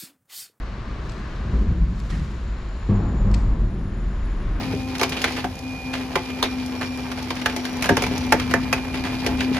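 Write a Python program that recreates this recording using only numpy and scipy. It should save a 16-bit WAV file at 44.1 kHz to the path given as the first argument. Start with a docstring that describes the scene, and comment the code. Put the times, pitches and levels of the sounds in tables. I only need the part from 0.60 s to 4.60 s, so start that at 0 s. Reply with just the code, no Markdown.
"""Under a girder road bridge, a small boat lies on the water. Traffic overhead shakes the deck
(the slab that carries the road), wheels rumble and tyres roar. Axles thud over the joints,
ringing the girders and booming between deck and water. Insects buzz on the bank over a faint
hiss of water and leaves. Close by, an angler's sleeve and line rustle, the reel clicks,
and a cast ends in a soft splash."""
import sys
import numpy as np
from scipy import signal
from scipy.fft import rfft, irfft
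from scipy.io import wavfile

SR = 44100
rng = np.random.default_rng(int(sys.argv[2]) if len(sys.argv) > 2 else 0)


def file_out(sig):
    """Save sig as 16-bit WAV at sys.argv[1]."""
    # one column per channel
    cols = np.atleast_2d(sig).T
    # limit, then scale
    lim = np.clip(cols, -1, 1)
    pcm = np.round(lim * 32767).astype(np.int16)
    wavfile.write(sys.argv[1], SR, pcm)


N = 176400  # 4 seconds
TIME = np.arange(N) / SR
FREQS = np.maximum(np.arange(N // 2 + 1) * SR / N, 1)

# How loud each sound is as time passes. Each row: time in seconds, level in dB.
HISS_LEVEL = [(0, -56), (.65, -54.5), (1.2, -58.5), (1.8, -57.5), (2.3, -56.5), (2.6, -62), (3.2, -66),
              (4, -74)]
LOW_INSECT_LEVEL = [(0, -89.5), (.9, -71.5), (1.7, -67), (2.6, -62), (2.85, -65), (3.2, -72.5), (3.5, -64),
                    (4, -75)]
HIGH_INSECT_LEVEL = [(0, -85), (1.85, -84), (2.2, -77.5), (2.6, -84), (2.85, -80), (3.15, -71.5),
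                     (3.5, -74), (3.751, -71), (4, -71)]
RUSTLE_LEVEL = [(0, -85), (.38, -82), (.47, -58), (.62, -62), (.85, -68), (.96, -59), (1.1, -64),
                (1.27, -67), (1.33, -59.5), (1.56, -54), (1.8, -62), (2.05, -70), (4, -75)]
SWAY_LEVEL = [(0, -26), (.15, -34), (.3, -30.5), (.9, -31.5), (1.0, -24), (1.16, -19), (1.38, -26),
              (1.6, -26), (2.25, -27.5), (2.45, -20.5), (2.58, -21), (2.75, -18.5), (3.06, -18.5),
              (3.18, -27.5), (3.3, -26.5), (3.6, -23), (3.78, -26), (3.88, -20.5), (4, -24)]
RUMBLE_LEVEL = [(0, -37), (.5, -32), (.78, -34.5), (.95, -28), (1.25, -35), (1.6, -38.5), (2.05, -35.5),
                (2.25, -38), (2.5, -27.5), (3.05, -26.5), (3.3, -29.5), (3.6, -34), (4, -28)]
TYRE_LEVEL = [(0, -42), (.65, -40.5), (.95, -40.7), (1.25, -46), (1.5, -44), (2.2, -43), (2.7, -43.7),
              (3.15, -46), (3.55, -43), (4, -41)]

# The mix of low and high tones in each noise. 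Each row: frequency in Hz, strength in dB.
HISS_TONE = [(800, -11.5), (2500, 3), (3400, -1.5), (4200, 4), (5000, -6.5), (7200, -10.5), (8300, -23),
             (10500, -26), (12200, -30.5), (15000, -57)]
RUSTLE_TONE = [(1500, -4), (4000, 3.5), (7000, -0.5), (9000, -11.5), (12300, -14), (15000, -33)]
SPLASH_TONE = [(400, 1.5), (680, 5), (1500, 3.5), (1900, 8), (2400, 0), (3400, -2.5), (4500, -6),
               (7000, -13.5), (10000, -18.5), (12500, -35), (15000, -43)]
SNAP_TONE = [(800, -6), (2200, 5.5), (3300, 2.5), (4250, 4.5), (5000, 4), (6400, -4), (7800, -1.5),
             (8800, -11), (14000, -39)]
RUMBLE_TONE = [(15, -23), (24, -1), (35, 0), (65, 0), (110, 1), (145, -4.5), (195, -3), (260, -10.5),
               (350, -12), (470, -24), (700, -25.5), (1500, -46), (4000, -82), (12000, -110)]
TYRE_TONE = [(100, -5), (290, 0.5), (390, -2), (520, 1.5), (780, -3), (1080, 1.5), (1350, -1.5),
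             (1600, -1.5), (2100, -6.5), (2800, -11.5), (4200, -16.5), (6500, -25), (9000, -37.5),
             (15000, -69.5)]
BOOM_TONE = [(18, -23.5), (30, -8.5), (55, 1.5), (88, 0), (135, -1.5), (165, 4), (215, -0.5), (310, -6.5),
             (400, -9), (500, -16), (800, -16.5), (1200, -17.5), (2500, -27), (5000, -41.5)]

# The notes a thing rings with when hit. Each row: pitch in Hz, strength in dB, seconds to fade 60 dB.
REEL_NOTES = [(1990, -6, 0.011), (2710, -10, 0.022), (4315, -3.5, 0.018), (5320, -9.5, 0.024),
              (6330, -10.5, 0.016), (7200, -8, 0.011), (7630, -5.5, 0.013)]
GIRDER_NOTES = [(102.6, 0.5, 0.72), (118.3, -12, 0.8), (180, -11, 0.7), (200, -3, 0.65), (228, -4, 0.15),
                (360, -16, 0.2), (522.7, -23, 0.38)]
DECK_NOTES = [(55.4, 1, 0.68), (41, -6, .55)]

# How alike noise is in the two ears. Each row: frequency in Hz, likeness (1 means the same).
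EAR_LIKENESS = [(30, 1), (70, .999), (130, 0.98), (250, 1), (500, 0.89), (1000, .77), (2000, 0.63),
                (6000, 0.67), (14000, 0.54)]
# How noise leans to one side. Each row: frequency in Hz, left minus right in dB.
LEFT_LEAN = [(30, 3), (70, 0.9), (130, -0.6), (250, 2), (500, 2.5), (2000, 3), (8000, 2.5)]
# The reel's clicks. Each row: start in seconds, level in dB, extra lean to the left in dB,
# level of the sharp tick in dB compared with the snap.
REEL_CLICKS = [(.4945, -34.5, 2, -26), (.498, -40, 2, -30), (.519, -40.5, 2, -14), (1.396, -50, -1, -2),
               (1.401, -37.5, -1, -26), (1.503, -37.5, -1, -22), (1.508, -40, -1, -15),
               (1.596, -40.5, 1, -28), (2.7142, -39, 5, -15), (2.7403, -31.5, 5, -15),
               (2.7438, -29.5, 5, -32), (2.7455, -33, 5, -32)]
# The deck's pitch, which shifts with the load. Each row: time in seconds, pitch in Hz.
SWAY_PITCH = [(0, 45.97), (.7, 47.11), (1.1, 51.2), (1.4, 49.95), (2.3, 46.42), (2.8, 45.16), (4, 42.35)]
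# The whine of tyre tread. Each row: pitch in Hz, band width in Hz, dB compared with the roar.
TREAD_WHINES = [(1070, 130, -17), (381, 83, -9.5)]
# Single cars. Each row: loudest moment in seconds, seconds from then to half strength,
# peak level in dB, pitch in Hz, band width in Hz.
PASSING_CARS = [(.3, .3, -49, 1137, 200), (.68, .13, -51, 1610, 400), (2.8, 0.19, -46.5, 974, 360)]
# Axles hitting joints. Each row: start in seconds, boom level in dB, Hz above which the boom is dull,
# girder ring in dB, deck kick in dB, rise time of boom and ring in seconds.
AXLE_HITS = [(0.83, -28.5, 130, -34.5, -40, 0.014), (0.93, -25, 483, -31.5, -13.5, .006),
             (1.079, -23, 189, -34, -12.5, 0.009), (1.17, -30, 150, -30.5, -31.5, 0.021),
             (1.514, -25.5, 164, -38, -36, 0.011), (2.29, -23.5, 1200, -13, -35, 0.0035),
             (2.392, -26.5, 790, -31.5, -21, 0.0086), (2.635, -27.5, 1494, -15.5, -35, 0.028),
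             (3.205, -34, 304, -26.5, -27.5, .01)]


def from_db(db):
    """Turn decibels into a number to multiply a sound by."""
    return np.exp(np.asarray(db) * (np.log(10) / 20))


def rms_one(x):
    """Scale a signal so that its average power is 1."""
    return x / np.sqrt(np.mean(x ** 2) + 1e-20)


def level(rows):
    """Join (seconds, dB) rows into a smooth volume curve."""
    return from_db(np.interp(TIME, *np.transpose(rows)))


def over_hz(rows):
    """Fill in (Hz, value) rows for every frequency."""
    hz, value = np.transpose(rows)
    return np.interp(np.log(FREQS), np.log(hz), value)


def tone(rows):
    """Turn (Hz, dB) rows into a filter."""
    return from_db(over_hz(rows))


def band(hz, width_hz):
    """A filter that favours the frequencies around one pitch."""
    return 1 / (1 + ((FREQS ** 2 - hz ** 2) / (FREQS * width_hz)) ** 2)


def pan(db):
    """Left and right volumes; positive dB leans left."""
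    return from_db(np.array([[.5], [-.5]]) * db)


def drift(rate_hz):
    """A random wobble of about 1 either way, mostly slower than the given rate."""
    return rms_one(irfft(rfft(rng.standard_normal(N)) / (1 + (FREQS / rate_hz) ** 2), N))


def noise(shape):
    """Filtered stereo noise of power 1, as it fills the space under the deck."""
    shared, apart = rfft(rng.standard_normal((2, N)))
    alike = np.clip(over_hz(EAR_LIKENESS), 0, 1)
    ears = np.sqrt(1 + alike) * shared + np.sqrt(1 - alike) * apart * [[1], [-1]]
    return rms_one(irfft(ears * shape * pan(over_hz(LEFT_LEAN)), N))


def burst(start, rise_s, fade_s):
    """A volume curve that rises quickly and dies away, by 60 dB in fade_s."""
    age = np.maximum(TIME - start, 0)
    return np.minimum(age / rise_s, 1) * from_db(-60 * np.minimum(age / fade_s, 4))


def struck(notes, start, rise_s):
    """One blow makes a thing ring, each note with a slightly random strength."""
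    first, out = int(start * SR), np.zeros(N)
    age = TIME[:min(SR, N - first)]
    rise = np.sin(np.pi / 2 * np.minimum(age / rise_s, 1)) ** 2
    for hz, db, fade_s in notes:
        fade = from_db(db + 1.5 * rng.normal() - 60 * np.minimum(age / fade_s, 4))
        out[first:first + len(age)] += rise * fade * np.sin(2 * np.pi * hz * age)
    return out


def water_and_leaves():
    """Water and leaves make a faint, high hiss."""
    return level(HISS_LEVEL) * noise(tone(HISS_TONE))


def insect(level_rows, hz, width_hz):
    """An insect's shrill buzz: a narrow band of noise that flutters."""
    flutter = from_db(1.2 * drift(rate_hz=25))
    return level(level_rows) * rms_one(flutter * noise(band(hz, width_hz)))


def rustle():
    """Sleeve and line rub with a fine, grainy sound as the angler casts."""
    grain = from_db(2.2 * drift(rate_hz=45))
    return level(RUSTLE_LEVEL) * rms_one(grain * noise(tone(RUSTLE_TONE))) * pan(db=-2)


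def splash():
    """The cast lands in a short, grainy spray that dies away."""
    spray = noise(tone(SPLASH_TONE))
    grain = from_db(1.5 * drift(rate_hz=130))
    volume = from_db(-38.5) * burst(start=1.498, rise_s=.0016, fade_s=.83)
    return volume * rms_one(spray * grain) * pan(db=-3.5)


def reel():
    """Each click is a snap with a sharp tick and a faint echo; harder clicks ring the reel more."""
    snap, echo = noise(tone(SNAP_TONE)), noise(tone(SNAP_TONE))
    tick = noise(band(hz=10200, width_hz=5000) ** 2)
    hard_click_db, ring_growth = -31, .6
    out, echo_power = 0, 0
    for start, db, pan_db, tick_db in REEL_CLICKS:
        ring = from_db(ring_growth * (db - hard_click_db)) * struck(REEL_NOTES, start, rise_s=.0013)
        crack = from_db(-.5) * (snap + from_db(tick_db) * tick) * burst(start, rise_s=.00055, fade_s=.013)
        out += from_db(db) * pan(pan_db) * (ring + crack)
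        echo_power += (from_db(db - 20.5) * burst(start, rise_s=.0056, fade_s=.5)) ** 2
    return out + echo * np.sqrt(echo_power)


def deck_sway():
    """Wheels shake the deck at random, so it bends and hums at its lowest note."""
    swing = drift(rate_hz=11.9) + 1j * drift(rate_hz=11.9)  # random in both size and timing
    swing /= (np.abs(swing) + .091) ** .31  # partly evens out big and small swings
    cycles = np.cumsum(np.interp(TIME, *np.transpose(SWAY_PITCH))) / SR
    hum = (swing * np.exp(2j * np.pi * cycles)).real
    return level(SWAY_LEVEL) * rms_one(hum) * pan(db=.45)


def wheel_rumble():
    """Vehicles rolling overhead make a deep rumble."""
    return level(RUMBLE_LEVEL) * noise(tone(RUMBLE_TONE))


def tyre_roar():
    """Tyres roar on the road, and their tread adds two whines."""
    whine = sum(from_db(db) * noise(band(hz, width_hz)) for hz, width_hz, db in TREAD_WHINES)
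    return level(TYRE_LEVEL) * (noise(tone(TYRE_TONE)) + whine)


def passing_cars():
    """Each car's tyres sing around one pitch, swelling and fading as it passes."""
    out = 0
    for peak_s, span_s, db, hz, width_hz in PASSING_CARS:
        swell = from_db(db) / (1 + ((TIME - peak_s) / span_s) ** 2)
        out += swell * noise(band(hz, width_hz))
    return out


def axle_thuds():
    """Each axle sets off a boom (duller from a far joint), rings the girders and kicks the deck."""
    out, boom_tone = 0, tone(BOOM_TONE)
    for start, boom_db, dull_hz, ring_db, kick_db, rise_s in AXLE_HITS:
        dulling = 1 / np.sqrt(1 + (FREQS / dull_hz) ** 4)
        out += from_db(boom_db) * noise(boom_tone * dulling) * burst(start, rise_s, fade_s=1.53)
        out += from_db(ring_db) * struck(GIRDER_NOTES, start, rise_s) * pan(db=1.1)
        out += from_db(kick_db) * struck(DECK_NOTES, start, rise_s=.0078) * pan(db=1)
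    return out


def scene():
    """Add up bridge, bank and angler; the bridge reaches the left ear slightly first."""
    left, right = deck_sway() + wheel_rumble() + tyre_roar() + passing_cars() + axle_thuds()
    delay_s = .000015
    late_right = irfft(rfft(right) * np.exp(-2j * np.pi * FREQS * delay_s), N)
    bank = water_and_leaves()
    bank += insect(LOW_INSECT_LEVEL, hz=7053, width_hz=200)  # the nearer one
    bank += insect(HIGH_INSECT_LEVEL, hz=10020, width_hz=230)
    angler = reel() + rustle() + splash()
    return np.array([left, late_right]) + bank + angler


def record(dry):
    """Cut away the very highest treble."""
    cutoff_hz = 15500
    return signal.sosfilt(signal.ellip(8, .2, 70, cutoff_hz, fs=SR, output="sos"), dry)


dry = scene()
out = record(dry)
file_out(out)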